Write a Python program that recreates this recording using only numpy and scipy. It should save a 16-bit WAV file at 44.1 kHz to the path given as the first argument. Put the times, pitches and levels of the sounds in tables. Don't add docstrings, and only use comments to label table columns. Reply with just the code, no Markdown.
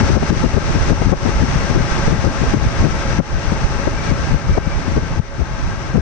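import sys
import numpy as np
from scipy import signal
from scipy.fft import rfft, irfft
from scipy.io import wavfile
from scipy.ndimage import uniform_filter1d, minimum_filter1d, map_coordinates

SR = 44100
rng = np.random.default_rng(int(sys.argv[2]) if len(sys.argv) > 2 else 0)


def to_wav(sig):
    pcm = np.clip(np.atleast_2d(sig), -1, 1) * 32767
    pcm = np.round(pcm).astype(np.int16)
    wavfile.write(sys.argv[1], SR, pcm.T)


N = 265020
TIME = np.arange(N) / SR
FREQ = np.maximum(np.arange(N // 2 + 1) * SR / N, 1)

# t/s, relative level/dB
LEVEL = [(0, 3), (1.2, -0.5), (1.9, 0.3), (3.15, -1.6), (5.1, -5.5), (5.3, -9), (5.62, -7), (6, -8)]
# f/Hz, left level/dB, right level/dB
RUSH_SPECTRUM = [(150, -40.5, -44.5), (314, -50.5, -51), (473, -54, -56.5), (795, -57.5, -56.5),
                 (1190, -56, -57), (1730, -55, -59.5), (2214, -57, -64), (3000, -63.5, -68.5),
                 (4500, -64.5, -71), (6100, -59.5, -75.5), (7060, -77.5, -72.5), (7330, -77, -75.5),
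                 (8530, -99, -73.5), (9170, -108, -86.5), (9800, -113, -116), (12900, -105, -106),
                 (13500, -111, -112)]
# f/Hz, width/Hz, left level/dB, right level/dB
SHROUD_MODES = [(403, 190, -2.5, -2), (557, 25.3, 8, 7), (657, 39, 3.5, 2.5), (855, 89, 6.5, 1.5),
                (1080, 58, 3.5, -5), (1236, 116, 2, -9), (1339, 39, 7, -11.5), (1588, 101, 2, -24.5),
                (1934, 55, -0.5, -22), (2158, 80, -1, -14), (2700, 220, 0, -26.5)]
# f/Hz, left level/dB, right level/dB
DRAUGHT_SPECTRUM = [(10, -40.5, -43.5), (30, -26.5, -26), (80.6, -28.5, -30.5), (166.5, -36.5, -31),
                    (273, -62, -81.5), (605, -83.5, -84), (1500, -122.5, -100)]
# t/s, length/s, peak level/dB, low f/Hz, top f/Hz, port
HARD_GUSTS = [(0.028, .03, 1.5, 75, 560, "left"), (0.103, 0.015, 3, 70, 420, "left"),
              (0.142, .036, 4.5, 65, 560, "left"), (0.17, 0.017, 9.5, 100, 890, "left"),
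              (0.232, .01, 1.5, 298, 890, "left"), (0.321, 0.039, 9, 109, 504, "left"),
              (0.371, .034, -2, 30, 260, "left"), (.447, 0.021, 5.5, 129, 950, "left"),
              (0.464, .014, 7, 40, 180, "left"), (0.553, .02, 3, 60, 380, "left"),
              (0.575, .024, 6, 60, 440, "left"), (.696, .042, -5.5, 30, 300, "right"),
              (.757, 0.038, -1, 40, 480, "left"), (0.814, 0.057, 0.5, 26, 196, "right"),
              (0.907, 0.032, 2.5, 30, 504, "left"), (.925, .026, 4, 40, 456, "left"),
              (1.021, 0.02, 2, 91, 680, "left"), (1.088, 0.047, 4.5, 26, 266, "left"),
              (1.132, 0.03, 10, 35, 640, "left"), (1.273, 0.056, 1, 60, 635, "left"),
              (1.374, 0.033, -4, 26, 160, "right"), (1.421, 0.047, 2, 110, 380, "left"),
              (1.487, 0.032, -4.5, 30, 220, "left"), (1.519, 0.073, -4, 30, 220, "right"),
              (1.565, 0.056, -0.5, 35, 255, "left"), (1.636, 0.043, -6.5, 35, 260, "left"),
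              (1.71, 0.041, -2, 50.3, 457, "left"), (1.776, .065, 0, 40, 376, "left"),
              (1.915, 0.026, -7.5, 26, 130, "right"), (2.079, .03, -2, 30, 200, "right"),
              (2.088, .028, 1, 138, 680, "left"), (2.131, 0.082, 0.5, 45, 450, "left"),
              (2.193, .025, -4.5, 35, 300, "left"), (2.264, 0.06, 0, 34.9, 443, "left"),
              (2.431, 0.031, .5, 45, 500, "left"), (2.545, 0.015, 2.5, 195, 704, "left"),
              (2.573, .056, 0.5, 70, 460, "left"), (2.647, .07, -1.5, 40.4, 243, "left"),
              (2.668, 0.017, 0.5, 26.3, 170, "right"), (2.811, .016, -1.5, 26, 150, "right"),
              (2.857, .068, 2, 38, 474, "left"), (3.122, 0.077, -7, 30, 232, "left"),
              (3.202, 0.017, 17.5, 45, 770, "left"), (3.354, .06, -3.5, 26, 140, "left"),
              (3.49, .06, -6.5, 25.8, 140, "left"), (3.522, .028, -2, 69.6, 554, "left"),
              (3.654, 0.023, 0.5, 26, 124, "right"), (3.786, 0.023, -12, 26, 180, "left"),
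              (3.878, 0.015, 0.5, 89, 710, "left"), (4.123, .06, -2.5, 30, 282, "left"),
              (4.333, 0.052, 2, 30, 222, "left"), (4.508, 0.057, -0.5, 26, 191, "left"),
              (4.523, 0.037, -7, 30, 180, "right"), (4.579, .012, -0.5, 372, 1020, "left"),
              (4.586, 0.0097, -0.5, 40, 170, "left"), (4.675, 0.012, -0.5, 50, 330, "left"),
              (4.772, 0.036, -7.5, 26, 150, "right"), (4.894, .075, -5, 60.4, 313, "left"),
              (4.975, .036, -1, 40, 400, "left"), (4.986, 0.082, -5, 26, 226, "right"),
              (5.036, 0.034, -5, 35, 245, "left"), (5.127, .04, -12, 26, 150, "right"),
              (5.18, .034, -8, 49, 383, "left"), (5.2, 0.0094, 7.5, 40.6, 157, "left"),
              (5.409, 0.038, -2.5, 55, 370, "left"), (5.638, 0.082, -8.5, 26, 180, "right"),
              (5.778, 0.035, -13, 26, 160, "left"), (5.957, 0.023, 0, 168, 600, "left"),
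              (5.989, .035, 3, 40, 382, "left")]
# t/s, length/s, level/dB, f/Hz
CHIRPS = [(2.96, .11, -43, 2320), (3.11, .12, -45, 2316), (3.99, .04, -33, 2314), (4.045, .028, -38, 2330),
          (4.089, .048, -36, 2310), (4.505, .09, -43, 2304), (4.56, .048, -38, 2300),
          (4.648, .05, -38.5, 2305), (4.738, .062, -36.5, 2312)]


def undb(db):
    return 10 ** (np.asarray(db) / 20)


def noise(gain):
    white = rng.standard_normal(np.shape(gain)[:-1] + (N,))
    return irfft(rfft(white) * gain, N) * np.sqrt(SR / 2)


def port_gains(spectrum):
    hz, *sides = np.transpose(spectrum)
    return undb([np.interp(np.log(FREQ), np.log(hz), db) for db in sides])


def fluctuation(rate_hz):
    slow = noise(1 / (1 + (FREQ / rate_hz) ** 4))
    return slow / slow.std()


def swell(centre, length, steepness):
    return 2 ** -np.minimum(np.abs(2 * (TIME - centre) / length), 10) ** steepness


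def resonance(hz, width_hz):
    return noise(1 / (1 + ((FREQ - hz) / width_hz) ** 2) ** 1.24)


def blade_rush(hiss_db, diffuse_db=-3, direct_db=-8, flutter_db=1, low_hz=120, hiss_hz=3000, lag_s=65e-6):
    spectrum = port_gains(RUSH_SPECTRUM) / (1 + (low_hz / FREQ) ** 4)
    diffuse = noise(spectrum * undb(diffuse_db)) * undb(flutter_db * fluctuation(rate_hz=14))
    direct = rfft(noise(undb(direct_db)))
    for hz, width_hz, left_db, right_db in SHROUD_MODES:
        direct = direct + rfft(resonance(hz, width_hz)) * undb([[left_db], [right_db]])
    port_delay = np.exp(-2j * np.pi * FREQ * np.array([[0], [lag_s]]))
    rush = diffuse + irfft(direct * spectrum * port_delay, N)
    hiss = irfft(rfft(rush) / (1 + (hiss_hz / FREQ) ** 4), N)
    return rush + (undb(hiss_db) - 1) * hiss


def whine(hz=1575, width_hz=33, wander_hz=16, right_db=-12):
    ring = resonance(hz, width_hz)
    drift_samples = np.cumsum(wander_hz / hz * fluctuation(rate_hz=9))
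    ring = map_coordinates(ring / ring.std(), [np.arange(N) + drift_samples], mode="mirror")
    return ring * undb([[0], [right_db]])


def draught(flutter_db=2.6, flutter_hz=11):
    rumble = noise(port_gains(DRAUGHT_SPECTRUM))
    flutter = np.array([fluctuation(flutter_hz), fluctuation(flutter_hz)])
    return rumble * undb(flutter_db * flutter)


def gusts(rows, body_ratio=0.37, edge_speed=0.3, drive=0.45, ragged_db=3.5):
    pressure = np.zeros(N)
    ragged = undb(ragged_db * np.tanh(fluctuation(rate_hz=70)))
    for centre, length, peak_db, low_hz, top_hz in rows:
        near = np.abs(TIME - centre) < 2 * length
        speed = (swell(centre, length, steepness=1.936) * ragged)[near]
        body_hz = max(body_ratio * top_hz, 2 * low_hz)
        body = signal.butter(1, [low_hz, body_hz], "bandpass", fs=SR, output="sos")
        rolloff = signal.butter(2, top_hz, fs=SR, output="sos")
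        eddy = signal.sosfilt(body, rng.standard_normal(N // 8))
        eddy = signal.sosfilt(rolloff, eddy)
        travel = np.cumsum(edge_speed + (1 - edge_speed) * speed)
        eddy = np.interp(travel, np.arange(len(eddy)), eddy)
        burst = np.tanh(drive * eddy / eddy.std()) * speed
        pressure[near] += undb(peak_db) * burst / np.abs(burst).max()
    return pressure


def puffs(mean_db, per_s=5, length_s=0.05, spread_db=3.5, low_hz=28, top_hz=290, db_per_octave=10.5):
    jitter, weakness = rng.random((64, 2)).T
    times = (np.arange(len(jitter)) + jitter) / per_s
    extra_db = spread_db * (1 - 2 * weakness)
    return gusts([(t, length_s, mean_db + db, low_hz, top_hz * 2 ** (db / db_per_octave))
                  for t, db in zip(times, extra_db) if t < N / SR])


def edge_tone(waver_hz=11, sag_hz_per_s=500, rough_db=2.5, right_db=-2):
    waver = waver_hz * fluctuation(rate_hz=75)
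    whistle = np.zeros(N)
    for centre, length, db, hz in CHIRPS:
        pitch = hz + waver - sag_hz_per_s * np.clip(TIME - centre, -length, length)
        tone = np.sqrt(2) * np.sin(2 * np.pi * np.cumsum(pitch) / SR)
        whistle += undb(db) * swell(centre, length, steepness=3) * tone
    roughness = undb(rough_db * np.tanh(fluctuation(rate_hz=70)))
    return whistle * roughness * undb([[0], [right_db]])


def scene():
    level_db = np.interp(TIME, *np.transpose(LEVEL))
    rush = blade_rush(hiss_db=0.57 + 0.2 * level_db)
    whine_db = -36 + 0.98 * TIME
    fans = (rush + whine() * undb(whine_db)) * undb(level_db)
    whistle = edge_tone()
    rumble = draught() * undb(-10.5)
    hard = np.array([gusts([row[:-1] for row in HARD_GUSTS if row[-1] == port])
                     for port in ("left", "right")])
    soft = np.array([puffs(mean_db=-12), puffs(mean_db=-11.5)])
    wind = (rumble + soft) * undb(0.69 * level_db)
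    return fans + whistle + wind + hard


def limiter(x, ceiling=0.81, release_s=0.18, attack_samples=64):
    reduction = 1 - ceiling / np.maximum(np.abs(x).max(axis=0), ceiling)
    release = np.exp(-TIME / release_s)
    gain = 1 - np.maximum.accumulate(reduction / release) * release
    look_ahead = minimum_filter1d(gain, 2 * attack_samples)
    return x * uniform_filter1d(look_ahead, attack_samples)


def record(dry):
    lowpass = signal.ellip(8, 0.2, 70, 13500, fs=SR, output="sos")
    return signal.sosfilt(lowpass, limiter(dry))


dry = scene()
out = record(dry)
to_wav(out)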